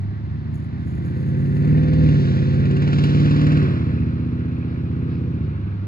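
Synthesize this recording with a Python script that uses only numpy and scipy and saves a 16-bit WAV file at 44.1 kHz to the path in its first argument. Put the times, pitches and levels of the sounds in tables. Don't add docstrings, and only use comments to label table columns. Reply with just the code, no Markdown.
import sys
import numpy as np
from scipy import signal
from scipy.fft import rfft, irfft, next_fast_len
from scipy.io import wavfile
from scipy.ndimage import map_coordinates

SR = 44100
rng = np.random.default_rng(int(sys.argv[2]) if len(sys.argv) > 2 else 0)


def dump_mix(stems):
    frames = np.atleast_2d(stems).T
    limited = np.clip(frames, -1, 1)
    pcm = np.round(limited * 32767).astype(np.int16)
    wavfile.write(sys.argv[1], SR, pcm)


N = 258867

IDLE_HZ = 100
PASS_S, PASS_WIDTH_S = 2.83, 0.51
IDLE_BRIGHT_DB, BRIGHT_DB_PER_OCTAVE = -6.5, 18
TOP_HZ = 15100


def amp(db):
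    return 10 ** (np.asarray(db) / 20)


def unit(x):
    return x / np.sqrt(np.mean(x ** 2) + 1e-20)


def seconds():
    return np.arange(N) / SR


def along(points, hz):
    f, v = np.transpose(points)
    return np.interp(np.log(hz + 1), np.log(f + 1), v)


def curves(rows):
    s, *columns = np.transpose(rows)
    return [np.interp(seconds(), s, column) for column in columns]


def filtered(x, response):
    size = next_fast_len(N + 8192)
    hz = np.fft.rfftfreq(size, 1 / SR)
    return irfft(rfft(x, size) * response(hz), size)[..., :N]


def coloured(x, spectrum):
    return unit(filtered(x, lambda hz: amp(along(spectrum, hz))))


def noise(spectrum):
    return coloured(rng.standard_normal(N), spectrum)


def ring(x, spectrum, size=16384):
    hz = np.fft.rfftfreq(size, 1 / SR)
    cepstrum = irfft(np.log(amp(along(spectrum, hz))))
    cepstrum[1:size // 2] *= 2
    cepstrum[size // 2 + 1:] = 0
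    response = irfft(np.exp(rfft(cepstrum)))
    return signal.fftconvolve(x, response)[:N]


def resonant(table, hz):
    return sum(amp(db) / np.hypot(1, 2 * (hz - centre) / width) ** 2 for centre, width, db in table)


def wobble(rate):
    knots = rng.standard_normal(int(N * rate / SR) + 4)
    return map_coordinates(knots, [np.arange(N) * rate / SR])


def swell(s, rise, fall):
    t = seconds() - s
    return np.exp(-.5 * (t / np.where(t < 0, rise, fall)) ** 2)


def turning(middle_s, turn_s):
    return 1 / (1 + np.exp((middle_s - seconds()) / turn_s))


def blows(rows, t60, attack_s):
    age = np.arange(SR // 8) / SR
    out = np.zeros(N)
    for s, db in rows:
        out[round(s * SR):][:len(age)] += amp(db - 60 * age / t60) * (1 - np.exp(-age / attack_s))
    return out


# time_s, firing_rate_hz
ENGINE_SPEED = [(0.0, 98.09), (0.38, 110.74), (1.14, 132.78), (1.76, 153.43), (2.0, 157.25), (2.32, 137.19),
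                (2.67, 142.07), (2.79, 145.62), (3.03, 147.16), (3.56, 153.02), (3.79, 125.82),
                (3.88, 120.83), (4.43, 124.36), (5.3, 128.77), (5.44, 113.66), (5.63, 101.61),
                (5.87, 99.51)]


def firing_rate():
    return curves(ENGINE_SPEED)[0]


def revs():
    return np.log2(firing_rate() / IDLE_HZ)


def passing(idle_db, octave_db, falloff):
    distance = np.hypot(1, (seconds() - PASS_S) / PASS_WIDTH_S)
    return amp(idle_db + octave_db * revs()) / distance ** falloff


# time_s, exhaust_gain_db (before each layer's own gain), load (0-1)
THROTTLE = [(0.0, 28.5, 0.5), (0.3, 28.5, 0.48), (0.9, 30.5, 0.69), (1.4, 34.5, 0.81), (1.7, 36.5, 0.9),
            (2.05, 37.5, 0.97), (2.4, 36.5, 0.74), (2.7, 36.5, 0.9), (3.0, 38, 0.95), (3.675, 37, 1.0),
            (3.715, 36.5, 0.63), (4.05, 34, 0.65), (4.8, 31.5, 0.62), (5.3, 32.5, 0.68), (5.5, 32, 0.55),
            (5.87, 28, 0.6)]


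def drive():
    level_db, load = curves(THROTTLE)
    return level_db, load, IDLE_BRIGHT_DB + BRIGHT_DB_PER_OCTAVE * revs()


CYLINDERS = [(0.0, 0, 0.78, 0.3, 0.179), (1.0, 0.0, 0.32, 0.32, 0.038), (0.0, 0.0, 0.45, 0.83, 0.63),
             (1.0, 0.16, 0.29, 0.5, 0.077), (1.0, 0.58, 0.1, 0.22, 0.27), (0.0, 0.33, 0.5, 0.66, 0.082),
             (1.0, 0.14, 0.15, 0.52, -0.075), (0.0, 1, 0.47, 0.42, -0.068)]
# frequency_hz, gain_db
PIPE_A = [(30.0, -28), (55.0, -29), (78.0, 11.5), (105.0, 6), (150.0, -2.5), (190.0, -2.5), (225.0, -3),
          (255.0, -3.5), (310.0, -41), (360.0, -19.5), (440.0, -24), (510.0, -20), (600.0, -31.5),
          (900.0, -75)]
PIPE_B = [(30.0, -28.5), (55.0, -2.5), (78.0, 14), (105.0, 2.5), (150.0, 17), (190.0, 13), (225.0, -15),
          (255.0, 0.5), (310.0, 2.5), (360.0, -10.5), (440.0, -17), (510.0, -18), (600.0, -53.1),
          (900.0, -77.5)]
# (per Hz, relative)
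GAS = [(20, -13.5), (45, -7), (80, -8), (170, -12.5), (300, -2), (420, -3.5), (520, -30), (700, -39),
       (1200, -45), (3000, -100)]


def exhaust(firings, knee_hz=220, pulse_db=-6, gas_db=-78, gas_load_db=4):
    level_db, load, bright_db = drive()
    number = np.arange(int(firings[-1]))
    pipe, light, heavy, late_light, late_heavy = np.array(CYLINDERS)[number % len(CYLINDERS)].T
    pull = np.clip(np.interp(number, firings, load), 0, 1)
    scatter_db, jitter = 1.0, .016
    chance = rng.standard_normal((len(number), 2))
    strength = (light + pull * (heavy - light)) * amp(scatter_db * chance[:, 0])
    late = late_light + pull * (late_heavy - late_light) + jitter * chance[:, 1]
    at = np.minimum(np.searchsorted(firings, number + late), N - 1)
    second = pipe > .5
    puffs_a = np.bincount(at, strength * ~second, N)
    puffs_b = np.bincount(at, strength * second, N)
    drone = ring(puffs_a, PIPE_A) + ring(puffs_b, PIPE_B)
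    upper = filtered(drone, lambda hz: 1 - 1 / (1 + (hz / knee_hz) ** 4))
    drone = drone + (amp(bright_db) - 1) * upper
    gas = amp(gas_db + gas_load_db * load) * noise(GAS)
    return amp(level_db) * (amp(pulse_db) * drone + gas)


# order (multiple of the cycle rate),
# gain_coasting_db, gain_loaded_db (both relative)
BOOM = [(5.0, -42.5, -42.5), (7.0, -35.5, -34.5), (9.0, -42.5, -34.5), (13.0, -48.5, -56),
        (15.0, -43.5, -23.5), (16.0, -26, -56.5), (17.0, -38.5, -44.5), (18.0, -68.5, -33.5),
        (19.0, -35.5, -48.5), (21.0, -31, -27), (22.0, -37.5, -48.5), (23.0, -43.5, -40),
        (25.0, -46.5, -46), (26.0, -65, -44.5), (27.0, -36.5, -66), (29.0, -42.5, -59.5),
        (30.0, -45, -45.5), (31.0, -48.5, -43)]
# centre_hz, width_hz, gain_db
SILENCER = [(104.6, 7.1, 6.5), (143, 6.8, 0), (242.9, 46.6, -2.5), (281.9, 8.6, -3), (335, 43, -2.5),
            (379.2, 11, -4), (466.6, 8.2, -6), (505, 8.9, 5.5), (523, 12, -3.5), (592, 13, -6)]


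def boom(firings, lead=-0.0091, light_load=0.65, heavy_load=1.0, boom_db=-36, bright_share=0.32):
    level_db, load, bright_db = drive()
    cycle_hz = firing_rate() / len(CYLINDERS)
    cycle = firings / len(CYLINDERS) + lead
    pull = np.clip((load - light_load) / (heavy_load - light_load), 0, 1)
    hz = np.arange(800)
    gain = resonant(SILENCER, hz)
    tones = np.zeros(N)
    for k, light, heavy in BOOM:
        k = round(k)
        db = light + pull * (heavy - light) + bright_share * bright_db * (k > len(CYLINDERS))
        level = amp(db + 1.7 * wobble(8)) * np.interp(k * cycle_hz, hz, gain)
        tones += level * np.cos(2 * np.pi * k * cycle)
    return amp(level_db + boom_db) * tones


# centre_hz, width_hz, gain_db
HUM = [(99.5, 12, -28), (165, 1.7, -29)]


def hum(firings, late=0.44):
    tone = unit(np.cos(2 * np.pi * (firings - late)))
    return resonant(HUM, firing_rate()) * amp(wobble(22)) * tone


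def lope(firings, lead=0.1, even_load=0.97):
    depth_db = 3.5
    slack = np.clip(even_load - drive()[1], 0, 1)
    return amp(depth_db * slack * np.cos(4 * np.pi * (firings / len(CYLINDERS) - lead)))


def shaded(x, shade_db=-6.0, edge_hz=340, clear_s=1.4, turn_s=.25):
    upper = filtered(x, lambda hz: 1 - 1 / (1 + (hz / edge_hz) ** 8))
    hidden = 1 - turning(clear_s, turn_s)
    return x + (amp(shade_db * hidden) - 1) * upper


# (per Hz, relative)
FAN_FRONT = [(150, -17.5), (380, -9.5), (560, -2), (800, -4), (1200, -8), (1550, 0.5), (1900, -0.5),
             (2300, -9.5), (2750, -13), (3200, -17), (4100, -19), (5500, -30.5), (7500, -39.5),
             (15000, -61.5)]
# (per Hz, relative)
FAN_BEHIND = [(150, -45.5), (500, 4.5), (800, -4.5), (1100, 0.5), (1600, 3), (2100, -4.5), (2550, -5),
              (3200, -14), (4100, -14), (5500, -55), (7500, -45.5), (15000, -62)]
# time_s, gain_db (before the front and behind trims)
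FAN_LEVEL = [(0, -55), (.5, -56), (1.0, -52), (1.5, -48), (1.75, -44), (2.3, -42.5), (2.6, -44),
             (3.05, -40), (3.6, -37.5), (3.8, -43), (4.05, -49), (4.5, -50), (5.3, -51.5), (5.87, -54)]
# (per Hz, relative)
HISS = [(500, -46), (1300, -24.5), (2700, -1), (3400, 3.5), (4400, -0.5), (5500, -6.5), (7000, -15),
        (8200, -23.5), (11000, -40), (14000, -58.5)]
# peak_s, rise_s, fall_s, gain_db (before the surge trim)
SURGES = [(2.261, 0.22, 0.23, -53.5), (3.131, 0.21, 0.38, -50)]


def engine_air(firings, flutter=0.074, rough_db=1.3, behind_db=3, front_db=3, surge_db=5.0,
               abreast_s=2.18, turn_s=0.33):
    behind = turning(abreast_s, turn_s)
    front_rush = np.sqrt(1 - behind) * amp(front_db) * noise(FAN_FRONT)
    behind_rush = np.sqrt(behind) * amp(behind_db) * noise(FAN_BEHIND)
    fan_level = amp(curves(FAN_LEVEL)[0] + 0.64 * wobble(9.1) + rough_db * wobble(160))
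    surges = sum(amp(db + surge_db) * swell(*shape) for *shape, db in SURGES)
    hiss_level = passing(idle_db=-70.5, octave_db=20.5, falloff=.45) + surges
    beat = 1 + flutter * np.cos(2 * np.pi * firings)
    return beat * (fan_level * (front_rush + behind_rush) + hiss_level * noise(HISS))


# start_s, level_db (before the attack)
HARD_CHUFFS = [(2.540, -43.5), (2.654, -37.5), (2.710, -39), (2.765, -44), (2.821, -38), (2.876, -35.5),
               (2.929, -29), (2.984, -29), (3.037, -25.5), (3.092, -40), (3.147, -37), (3.201, -33.5),
               (3.256, -39.5), (3.309, -32), (3.362, -36.5), (3.413, -32.5), (3.467, -39), (3.519, -37),
               (3.571, -32), (3.625, -41.5)]
# (per Hz, relative)
RASP = [(300, -21.5), (700, 0.5), (1300, 6.5), (2100, 0.5), (2700, 6.5), (3400, -5), (4600, -5),
        (5600, -15), (7200, -15.5), (9000, -43.5), (11300, -28.5), (13000, -61.5), (15000, -79)]


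def chuff(firings, lead=0.042):
    rise, decay, scatter_db = .04, .11, 2.5
    cycle, phase = np.divmod(firings / len(CYLINDERS) + lead, 1)
    sizes = amp(scatter_db * rng.standard_normal(int(cycle[-1]) + 1))
    burst = (1 - np.exp(-phase / rise)) * np.exp(-phase / decay) * sizes[cycle.astype(int)]
    steady = passing(idle_db=-70.5, octave_db=42.0, falloff=0.98) * unit(burst)
    hard = blows(HARD_CHUFFS, t60=0.052, attack_s=0.0012)
    return (steady + hard) * noise(RASP)


# (per Hz, relative)
CALM = [(20, -22), (50, -14), (100, -5.5), (400, -22), (700, -22), (1200, -24), (2500, -36.5), (4200, -38),
        (6000, -50.5), (9000, -69.5), (15000, -72.5)]


def calm_air():
    return amp(-45.5) * np.array([noise(CALM), noise(CALM)])


# peak_s, level_db
THUMPS = [(0.081, -35), (.98, -35), (4.03, -35.5)]


def thumps(rise_s=0.021, fall_s=0.027):
    deep = noise([(22, -31.5), (45, -1.0), (70, -0.5), (160, -42.5), (600, -120)])
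    return deep * sum(amp(db) * swell(s, rise_s, fall_s) for s, db in THUMPS)


# start_s, length_s, level_db (before the fades), grains_per_s
RUSTLES = [(0.478, 0.2, -70, 240), (0.757, 0.56, -71, 1100), (1.194, .7, -70, 3200)]
# start_s, level_db (before the attack); the ones after 2.9 s are the crack of the hardest chuffs
TICKS = [(0.5436, -54.5), (0.5554, -53), (0.581, -62.5), (0.6419, -60), (0.812, -65.5), (0.865, -65.5),
         (0.952, -62), (1.05, -58.5), (1.523, -63.5), (1.6506, -52.5), (1.75, -62), (2.986, -52),
         (3.0385, -45.5), (3.094, -51), (3.4145, -56)]
# frequency_hz, level_db (relative)
CRACKLE = [(1500, -31.5), (4000, -55.5), (6500, 6.5), (9000, -8), (11000, 7.5), (12500, -15.5),
           (15000, -27)]


def crackle(fade_s=0.071):
    t = seconds()
    bed = np.zeros(N)
    for s, length, db, grains_per_s in RUSTLES:
        grains = (rng.random(N) < grains_per_s / SR) * rng.standard_normal(N)
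        uneven = coloured(grains * amp(2.5 * wobble(23)), CRACKLE)
        fade = np.clip(np.minimum(t - s, s + length - t) / fade_s, 0, 1)
        bed += amp(db) * fade * uneven
    return bed + blows(TICKS, t60=0.024, attack_s=.0002) * noise(CRACKLE)


# peak_s, level_db
CHIRPS = [(3.985, -49), (4.57, -59), (4.625, -51.5)]


def rattle(from_s=2.0, centre_hz=2480, width_hz=300, chirp_s=0.0065):
    hiss = rng.standard_normal(N)
    band = unit(filtered(hiss, lambda hz: resonant([(centre_hz, width_hz, 0)], hz)))
    flicker_db = 4
    flecks = passing(idle_db=-62.5, octave_db=12.5, falloff=0.65) * unit(amp(flicker_db * wobble(22)))
    chirps = sum(amp(db) * swell(s, chirp_s, chirp_s) for s, db in CHIRPS)
    return band * (flecks * (seconds() > from_s) + chirps)


# start_s, length_s, fundamental_hz (mid-glide), level_db (at mid-squeak)
SQUEAKS = [(4.65, 0.11, 424, -68), (5.058, 0.16, 430, -65), (5.42, 0.061, 420, -67)]


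def squeaks(glide=0.033, waver=0.0064):
    out = np.zeros(N)
    partials = np.arange(9, 13)[:, None]
    for s, length, hz, db in SQUEAKS:
        u = np.linspace(0, 1, round(length * SR))
        pitch = hz * (1 + glide * (u - .5) + waver * wobble(170)[:len(u)])
        phase = 2 * np.pi * np.cumsum(pitch) / SR
        voice = unit((np.sin(partials * phase) / partials ** 2).sum(0))
        out[round(s * SR):][:len(u)] += amp(db) * np.sin(np.pi * u) * voice
    return out


# time_s, right_delay_ms
LAG = [(0, .435), (1.5, .445), (3.2, .43), (4.2, .415), (5.87, .395)]
# frequency_hz, left_minus_right_db
BALANCE = [(60, -1.3), (150, -1.5), (250, -.2), (340, 1.8), (500, 3.5), (720, 4.5), (1100, 1), (1620, -4),
           (2200, 1.5), (2700, -1), (11000, -1.5)]
# frequency_hz, left_lead_coming_rad, left_lead_leaving_rad
BEND = [(60, .04, 0), (110, 0.49, 0.057), (160, 0.13, -0.0077), (320, .27, -0.12), (482, .18, -0.052),
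        (680, -0.32, 0.22), (850, -0.4, -.2), (1220, -0.34, -1.1), (1600, -0.66, -1.4), (2000, -0.35, -.5),
        (2500, -0.0032, -0.15), (2980, 0.47, .5), (4200, -0.14, -0.67)]


def microphones(x, leaving_s=3.5, change_s=0.23):
    delay = curves(LAG)[0] * SR / 1000
    right = map_coordinates(x, [np.arange(N) - delay], mode="nearest")
    pair = np.array([x, right])
    halves = np.array([[.5], [-.5]])

    def heard(lead):
        def response(hz):
            return (amp(along(BALANCE, hz)) * np.exp(1j * along(lead, hz))) ** halves
        return filtered(pair, response)

    coming = [(hz, lead) for hz, lead, _ in BEND]
    going = [(hz, lead) for hz, _, lead in BEND]
    leaving = turning(leaving_s, change_s)
    return (1 - leaving) * heard(coming) + leaving * heard(going)


# frequency_hz, t60_s
SHORE = [(100, 1), (1000, 0.51), (8000, 0.16)]


def shore(x, wet_db=-13):
    hz, t, grains = signal.stft(rng.standard_normal((2, SR // 2)), SR, nperseg=256)
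    decay = amp(-60 * t / along(SHORE, hz)[:, None])
    tail = signal.istft(grains * decay, SR, nperseg=256)[1]
    tail = tail / np.linalg.norm(tail[0])
    echo = signal.fftconvolve(x[None], tail, axes=1)[:, :N]
    scattered = [(150, -22), (330, -15), (600, -4), (3000, 0), (6000, 6)]  # frequency_hz, gain_db
    return amp(wet_db) * filtered(echo, lambda hz: amp(along(scattered, hz)))


def scene():
    firings = np.cumsum(firing_rate()) / SR
    drone = (exhaust(firings) + boom(firings) + hum(firings)) * lope(firings)
    drone = drone * amp(0.85 * wobble(9))
    vehicle = shaded(drone) + engine_air(firings) + chuff(firings) + crackle() + rattle()
    return microphones(vehicle) + shore(vehicle) + calm_air() + thumps() + squeaks()


def record(dry):
    return filtered(dry, lambda hz: hz < TOP_HZ)


dry = scene()
out = record(dry)
dump_mix(out)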